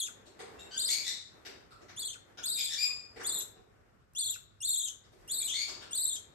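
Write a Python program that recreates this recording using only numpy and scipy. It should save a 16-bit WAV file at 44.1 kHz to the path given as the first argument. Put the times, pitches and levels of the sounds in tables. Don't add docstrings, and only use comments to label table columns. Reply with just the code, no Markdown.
import sys
import numpy as np
from scipy import signal
from scipy.fft import rfft, irfft, next_fast_len
from scipy.io import wavfile
from scipy.ndimage import uniform_filter1d

SR = 44100
rng = np.random.default_rng(int(sys.argv[2]) if len(sys.argv) > 2 else 0)


def ratio_of_db(decibels):
    return 10 ** (np.asarray(decibels, float) / 20)


def digitize_waveform(pressure):
    field = np.atleast_2d(pressure).T
    bounded = np.clip(field, -1, 1)
    quanta = np.round(bounded * 32767).astype(np.int16)
    wavfile.write(sys.argv[1], SR, quanta)


N = 279594
T = np.arange(N) / SR

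# (start [s], end [s], level [dB], overtones [dB], last pitch [Hz]); a low last pitch is a gulp
CHIRPS = [
    (-.06, .088, -35, 2.5, 1300),
    (.765, .955, -33, -3, 3000),
    (1.963, 2.159, -38.5, -2.5, 1350),
    (2.43, 2.765, -35.5, -3, 3400),
    (3.232, 3.432, -37, 0, 3880),
    (4.15, 4.362, -35.5, -1, 1350),
    (4.604, 4.908, -36, 1, 3520),
    (5.278, 5.515, -37, 1, 2500),
    (5.909, 6.188, -37.5, 1, 3300),
]
# (crest [s], crest [Hz], trough [Hz], rebound [Hz])
THROBS = [(0.0, 4400, 3300, 3480), (.054, 3730, 3250, 2400), (.812, 4930, 3800, 3600),
          (.864, 5170, 4600, 3450), (.932, 5000, 3800, 3000), (2.013, 4780, 3520, 3350),
          (2.069, 4370, 3300, 3170), (2.121, 3640, 3050, 2300), (2.475, 4970, 3820, 3980),
          (2.534, 4930, 3700, 3970), (2.598, 4000, 3400, 3900), (2.655, 4150, 3390, 3750),
          (2.71, 3750, 3450, 3600), (3.285, 4930, 3640, 3520), (3.342, 4270, 3550, 3900),
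          (3.399, 4040, 3390, 3700), (4.204, 4550, 3520, 3470), (4.257, 4370, 3440, 3850),
          (4.317, 4000, 3300, 2700), (4.669, 4520, 3640, 3970), (4.727, 4410, 3410, 3850),
          (4.789, 4130, 3360, 3790), (4.85, 3880, 3130, 3300), (5.335, 4590, 3730, 4070),
          (5.396, 4410, 3470, 3970), (5.46, 4170, 3410, 3850), (5.969, 4620, 3850, 4000),
          (6.028, 4550, 3820, 3950), (6.09, 4340, 3470, 3880), (6.145, 3800, 3600, 3200)]
LEDGE_S = (.036, .024)
LEDGE_HZ = 3480


def at_hz(table, hz):
    f, v = np.transpose(table)
    return np.interp(np.log(np.maximum(hz, 1)), np.log(f), v)


def colour(x, table, share=1):
    size = next_fast_len(N)
    gain = ratio_of_db(share * at_hz(table, np.arange(size // 2 + 1) * SR / size))
    return irfft(rfft(x, size) * gain, size)[..., :N]


def wobble(rate_hz):
    low_pass = signal.butter(2, rate_hz, fs=SR, output="sos")
    x = signal.sosfilt(low_pass, rng.standard_normal(N))
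    return x / x.std()


def gate(start_s, end_s, rise_s, fall_s):
    return np.clip((T - start_s) / rise_s, 0, 1) * np.clip((end_s - T) / fall_s, 0, 1)


def spells(rows, rest_db):
    levels_db = [rest_db + 0 * T]
    for peak_s, db, rise_s, fall_s in rows:
        levels_db.append(db - 10 * np.maximum((peak_s - T) / rise_s, (T - peak_s) / fall_s))
    return np.max(levels_db, axis=0)


def echo(x, t60_table, build_s, size):
    t = T[:size]
    bins_hz = np.arange(size // 2 + 1) * SR / size
    noise = rfft(rng.standard_normal((2, size)))
    tail = 0
    for hz in 40 * 2 ** np.arange(0, 9, .5):
        band_pass = np.clip(1 - 2 * abs(np.log2((bins_hz + 1) / hz)), 0, 1)
        band = irfft(noise * band_pass, size)
        t60_s = at_hz(t60_table, hz)
        tail = tail + band * ratio_of_db(-60 * t / t60_s) / np.sqrt(t60_s * SR / (2 * np.log(1000)))
    return signal.fftconvolve(x[None], tail * (1 - np.exp(-t / build_s)), axes=1)[:, :N]


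def stack(hz, partial_db, tract):
    phase = 2 * np.pi * np.cumsum(hz) / SR
    out = 0
    for k, db in enumerate(partial_db, 1):
        audible = k * hz < .45 * SR
        out = out + ratio_of_db(db + at_hz(tract, k * hz)) * audible * np.sin(k * phase)
    return out


def hush():
    # (frequency [Hz], level [dB per Hz])
    air_tone = [(18, -32.5), (30, -2.5), (108, -2.5), (291, -17.5), (450, -23), (750, -21), (896, -42),
                (1100, -20), (1490, -19.5), (2030, -41), (2490, -31.5), (3130, -35), (6740, -40.5),
                (12400, -46.5), (13400, -58)]
    # (loudest [s], level [dB], rise [s per 10 dB], fall [s per 10 dB])
    bustle_spells = [
        (.1, -61, .17, .8),
        (.51, -52.5, .15, .6),
        (1.45, -59, .5, .8),
        (2.4, -61, 1.1, 1.5),
        (3.37, -56, .4, .3),
        (3.8, -66, 2.1, .5),
        (4.3, -66, .15, .2),
        (5.3, -58.5, .1, .6),
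        (5.81, -58.5, .5, .7),
        (6.15, -61, 1.5, .17),
    ]
    # (frequency [Hz], level [dB])
    bustle_tone = [(30, -27.5), (60, -1), (150, -9.5), (400, -0.5), (900, -8), (1800, -10), (4000, -28.5)]
    air = colour(rng.standard_normal((2, N)), air_tone) * ratio_of_db(2.6 * wobble(10))
    air = air * ratio_of_db(-66.74) / air.std()
    hum = ratio_of_db(-73 + 1.1 * wobble(2.4)) * np.sin(2 * np.pi * 100 * T)
    bustle = colour(rng.standard_normal((2, N)), bustle_tone)
    bustle = bustle / bustle.std() * ratio_of_db(spells(bustle_spells, rest_db=-81) + 1.58 * wobble(4.4))
    return air + hum + bustle


def knocks():
    # (time [s], thud [dB], ring [Hz], click minus thud [dB])
    blows = [(0.258, -51, 350, -7.5), (0.392, -40, 444, -8.5), (0.588, -50, 406, -11.5),
             (1.451, -48.5, 420, -1), (1.489, -54, 490, -25), (1.708, -50.5, 1320, -11.5),
             (1.81, -50, 342, -12.5), (1.885, -59, 692, -1), (2.374, -49, 1430, -1.5),
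             (2.876, -55, 1154, -7.5), (3.161, -42, 469, -16), (3.199, -46.5, 356, -4),
             (3.555, -53, 441, -22.5), (5.037, -64, 450, -5.5), (5.12, -55, 374, -11.5),
             (5.28, -76, 415, 10.5), (5.678, -47, 350, 1), (5.814, -57, 1330, 3)]
    size = 2048
    out, t = np.zeros(N + size), T[:size]
    for s, db, hz, click_db in blows:
        ring = np.sin(2 * np.pi * hz * t) * ratio_of_db(-60 * t / .031)
        if hz < 600:
            ring = ring + .42 * np.sin(2 * np.pi * 1.684 * hz * t) * ratio_of_db(-60 * t / .04)
        click = ratio_of_db(click_db + 11.5) * rng.standard_normal(size) * ratio_of_db(-60 * t / .0038)
        i = int(s * SR)
        out[i:i + size] += ratio_of_db(db + 23.5) * (.34 * ring + click)
    return colour(out[:N], [(100, -8), (2000, 0.5), (6000, -8), (13000, -20.5)])


def parrots():
    # (start [s], swell [s], peak [dB], first pitch [Hz], pitch at the peak [Hz])
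    squawks = [(.575, .018, -52, 2700, 2740), (.584, .012, -51, 3500, 3900), (.705, .045, -41, 1470, 1582),
               (.88, .045, -34.5, 1934, 2280), (.965, .03, -43, 2330, 2350), (1.03, .06, -41, 3400, 3580),
               (1.035, .055, -43.5, 1850, 2080), (2.575, .03, -39, 3450, 3550),
               (2.565, .03, -36, 2360, 2420), (2.685, .055, -39, 1750, 1830), (2.77, .06, -28, 2300, 2450),
               (5.39, .04, -49, 2310, 2380), (5.475, .065, -36, 2790, 3600), (5.53, .08, -37, 1900, 2240)]
    # (roughness [0-1], fall per overtone [dB], swell [dB])
    voices = [(.15, -14, 2), (.4, -.5, 1.5), (.4, -3, 3), (.55, .5, 7), (.55, 0, 8), (.2, -4, 5),
              (.6, -1, 4), (.5, -6, 5), (.45, -1.2, 6), (.5, -1.5, 3), (.23, -1.5, 12), (.5, -11, 5),
              (.3, -4, 0), (.4, -2, 1)]
    # (frequency [Hz], gain [dB])
    throat = [(1200, -8), (1500, -5.5), (1900, -7), (2400, -1), (3500, 4.5), (4800, 5.5), (6000, -1),
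              (7300, 2), (9000, -5.5), (12000, -8.5)]
    fade_db_per_s, fade_s, glide_s, rasp_db = -520, .045, .03, 1.5
    out, scatter, rattle = np.zeros(N), wobble(400), wobble(150)
    rasp = colour(rng.standard_normal(N), throat)
    for (start, swell_s, peak_db, first_hz, peak_hz), (rough, tilt_db, swell_db) in zip(squawks, voices):
        s = start + np.array([0, swell_s, swell_s + fade_s])
        span = slice(int(s[0] * SR), int(s[-1] * SR))
        rough = np.clip(rough, .1, .6)
        glide = np.exp((start - T[span]) / glide_s) - .13
        hz = peak_hz + 1.15 * (first_hz - peak_hz) * glide
        hz = hz * (1 + .13 * rough ** 1.5 * scatter[span])
        db = np.interp(T[span], s, [peak_db - swell_db, peak_db, peak_db + fade_db_per_s * fade_s])
        level = ratio_of_db(db + 9 * rough * rattle[span]) * gate(s[0], s[-1], .014, .012)[span]
        voice = stack(hz, tilt_db * np.arange(7), throat)
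        torn_air = ratio_of_db(rasp_db + 2 * tilt_db) * rough * rasp[span]
        out[span] += level * (voice + torn_air)
    return out


def rumble():
    # (strongest [s], level [dB], rise [s per 10 dB], fall [s per 10 dB])
    shifts = [
        (1.0, -59.5, .12, .18),
        (1.6, -71, 3, .5),
        (2.79, -61, .45, .55),
        (3.67, -69, .16, .14),
        (4.36, -68.5, .12, .26),
        (4.66, -64, .14, .045),
        (5.21, -55, .06, .1),
        (5.52, -65, .12, .06),
        (5.72, -62, .06, .7),
    ]
    low = colour(rng.standard_normal((2, N)), [(15, -21), (35, 2), (70, -1.5), (130, -34.5)])
    return low / low.std() * ratio_of_db(spells(shifts, rest_db=-82) - 4.5)


def warble():
    onset_hz, lift_s = 2800, .014
    shoulder_s, shoulder_share, shoulder_cap_hz = .014, .7, 4150
    spike_s, spike_share, spike_foot_hz = .006, .9, 4320
    drop_s, rebound_s, dip_s, dip_hz = .012, .022, .033, 170
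    points = []
    for start, end, _, _, last_hz in CHIRPS:
        throbs = [row for row in THROBS if start < row[0] < end]
        ledge = [throbs[0][0] - s for s in LEDGE_S]
        low_hz = LEDGE_HZ
        points += [(start, onset_hz), (max(ledge[0] - lift_s, start), onset_hz)]
        points += [(s, low_hz) for s in ledge]
        for s, crest_hz, trough_hz, rebound_hz in throbs:
            climb_hz = crest_hz - low_hz
            points += [(s - shoulder_s, min(low_hz + shoulder_share * climb_hz, shoulder_cap_hz)),
                       (s - spike_s, min(low_hz + spike_share * climb_hz, spike_foot_hz)),
                       (s, crest_hz)]
            low_hz = min(trough_hz - dip_hz, rebound_hz)
            after = [(s + drop_s, trough_hz), (s + rebound_s, rebound_hz), (s + dip_s, low_hz)]
            points += [p for p in after if p[0] < end - .006]
        points += [(end, last_hz)]
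    return np.interp(T, *np.transpose(points))


def breath():
    settle_s, release_s = .06, .022
    chirp = np.searchsorted([c[0] - .01 for c in CHIRPS[1:]], T)
    start, end, db, bright_db, last_hz = np.array(CHIRPS)[chirp].T
    gulp = last_hz < 2000
    gulp_s = .03

    def ramp(t, length_s):
        return np.clip(1 - t / length_s, 0, 1)

    age_s, crests = T - start, np.array(THROBS)[:, 0]
    attack_s = crests[np.searchsorted(crests, start)] - LEDGE_S[0] - start
    db = db + .8 + (-4.5 - 450 * attack_s) * ramp(age_s, attack_s)
    db = db - 3.5 * ramp(age_s, settle_s) - 9 * age_s
    db = db - 6.5 * ramp(end - gulp_s * gulp - T, release_s)
    bright_db = bright_db + .9 + ramp(age_s, settle_s) - 8 * age_s
    bright_db = bright_db - 7 * gulp * ramp(end - gulp_s - T, release_s)
    return db, bright_db


def chick():
    harmonics_db = [0.5, 0.5, -2, -10.5]
    # (frequency [Hz], gain [dB])
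    beak = [(1300, 3), (2000, -17), (2700, -5.5), (3500, -4.5), (4700, -2.5), (6000, -9), (7500, 1),
            (8400, 1.5), (9300, -4.5), (10500, -7.5), (12000, -3), (13500, -31)]
    # (time [s], level [dB])
    ticks = [
        (0.071, -32),
        (2.4432, -27.5),
        (4.1354, -47),
        (5.2774, -39),
    ]
    hoarse = sum(gate(c[1] - .055, c[1] - .005, .03, .012) for c in CHIRPS)
    open_beak = sum(gate(c[0] - .001, c[1] + .004, .0015, .006) for c in CHIRPS)
    hz = uniform_filter1d(warble(), size=100) * (1 + .011 * wobble(600))
    db, bright_db = breath()
    db = db + .3 * (hz - LEDGE_HZ) / 1000
    bright_db = bright_db - 20 * np.clip((2700 - hz) / 600, 0, 1)
    overtones_db = [p + bright_db + 3.5 * wobble(70) for p in harmonics_db[1:]]
    whistle = ratio_of_db(wobble(250) - 3 * hoarse) * stack(hz, [harmonics_db[0]] + overtones_db, beak)
    rasp_tone = [(1500, -55.5), (3000, 7), (5000, -3), (7000, 15.5), (9000, -5), (13000, -10.5)]
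    rasp = ratio_of_db(-29 * (1 - hoarse) - 6) * colour(rng.standard_normal(N), rasp_tone)
    hiss = colour(rng.standard_normal(N), [(7000, -39.5), (9500, -4), (12000, -1.5)])
    out = open_beak * ratio_of_db(db) * (whistle + rasp + ratio_of_db(bright_db - 19.5) * hiss)
    for s, tick_db in ticks:
        i = int(s * SR)
        out[i:i + 3] += ratio_of_db(tick_db + 5) * np.array([1, -2, 1])
    return out


def scene():
    # (delay [s], left [dB], right [dB])
    bounces = [
        (.0011, -19, -4.5),
        (.0027, -12, -4),
    ]
    left_lag = [13, 17, 12, 15, 11, 10, 14, 12, 10]
    # (frequency [Hz], T60 [s])
    early_t60 = [(1000, .14), (12000, 0.27)]
    # (frequency [Hz], T60 [s])
    near_t60 = [(1000, 0.22), (4000, 0.59), (12000, 0.17)]
    # (frequency [Hz], T60 [s])
    far_t60 = [(200, 1), (500, 0.87), (2000, 0.45), (5000, 0.52), (12000, 0.28)]
    bird, birds, blows = chick(), parrots(), knocks()

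    def late(x, lag):
        return np.append(x, 0)[np.maximum(np.arange(N) - lag, -1)]

    chirp = np.searchsorted([c[0] - .02 for c in CHIRPS[1:]], T)
    near = np.array([late(bird, np.array(left_lag)[chirp]), bird])
    for s, left_db, right_db in bounces:
        left = ratio_of_db(left_db) * late(bird, int(s * SR))
        right = ratio_of_db(right_db) * late(bird, int(1.3 * s * SR))
        near = near + np.array([left, right])
    early = ratio_of_db(-3.5) * echo(bird, early_t60, .002, size=8192)
    room = ratio_of_db(-9.5) * echo(bird, near_t60, .002, size=16384)
    house = ratio_of_db(-7) * birds + ratio_of_db(-21) * blows + echo(birds + blows, far_t60, .0061, size=32768)
    return near + early + room + house + hush() + rumble()


def top_cut(x):
    return signal.sosfilt(signal.butter(12, 13590, fs=SR, output="sos"), x)


def record(dry):
    # (frequency [Hz], side minus mid [dB])
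    width = [(60, 0), (110, -5.5), (200, -7), (360, -2.5), (650, 2.5), (1190, 0.5), (2160, -1.5), (3930, 2),
             (7150, 0.5), (13000, 3)]
    # (frequency [Hz], left minus right [dB])
    port_tone = [(60, 2.5), (110, -3.5), (200, 1.5), (360, -0.5), (650, 0), (1190, 1.0), (2160, 1.5),
                 (3930, 6.5), (7150, 5.5), (13000, -0.5)]
    # (frequency [Hz], gain [dB])
    capsule = [(20, -23.5), (45, -1.5), (4600, 0.5), (5300, 2), (6200, 0), (8500, 1), (10000, -10),
               (12000, 3.5), (12800, -14.5), (13600, -28)]
    mid = colour(dry[0] + dry[1], width, -.5) / 2
    side = colour(dry[0] - dry[1], width, .5) / 2
    ports = np.array([colour(mid + side, port_tone, .5), colour(mid - side, port_tone, -.5)])
    return top_cut(colour(ports, capsule))


dry = scene()
out = record(dry)
digitize_waveform(out)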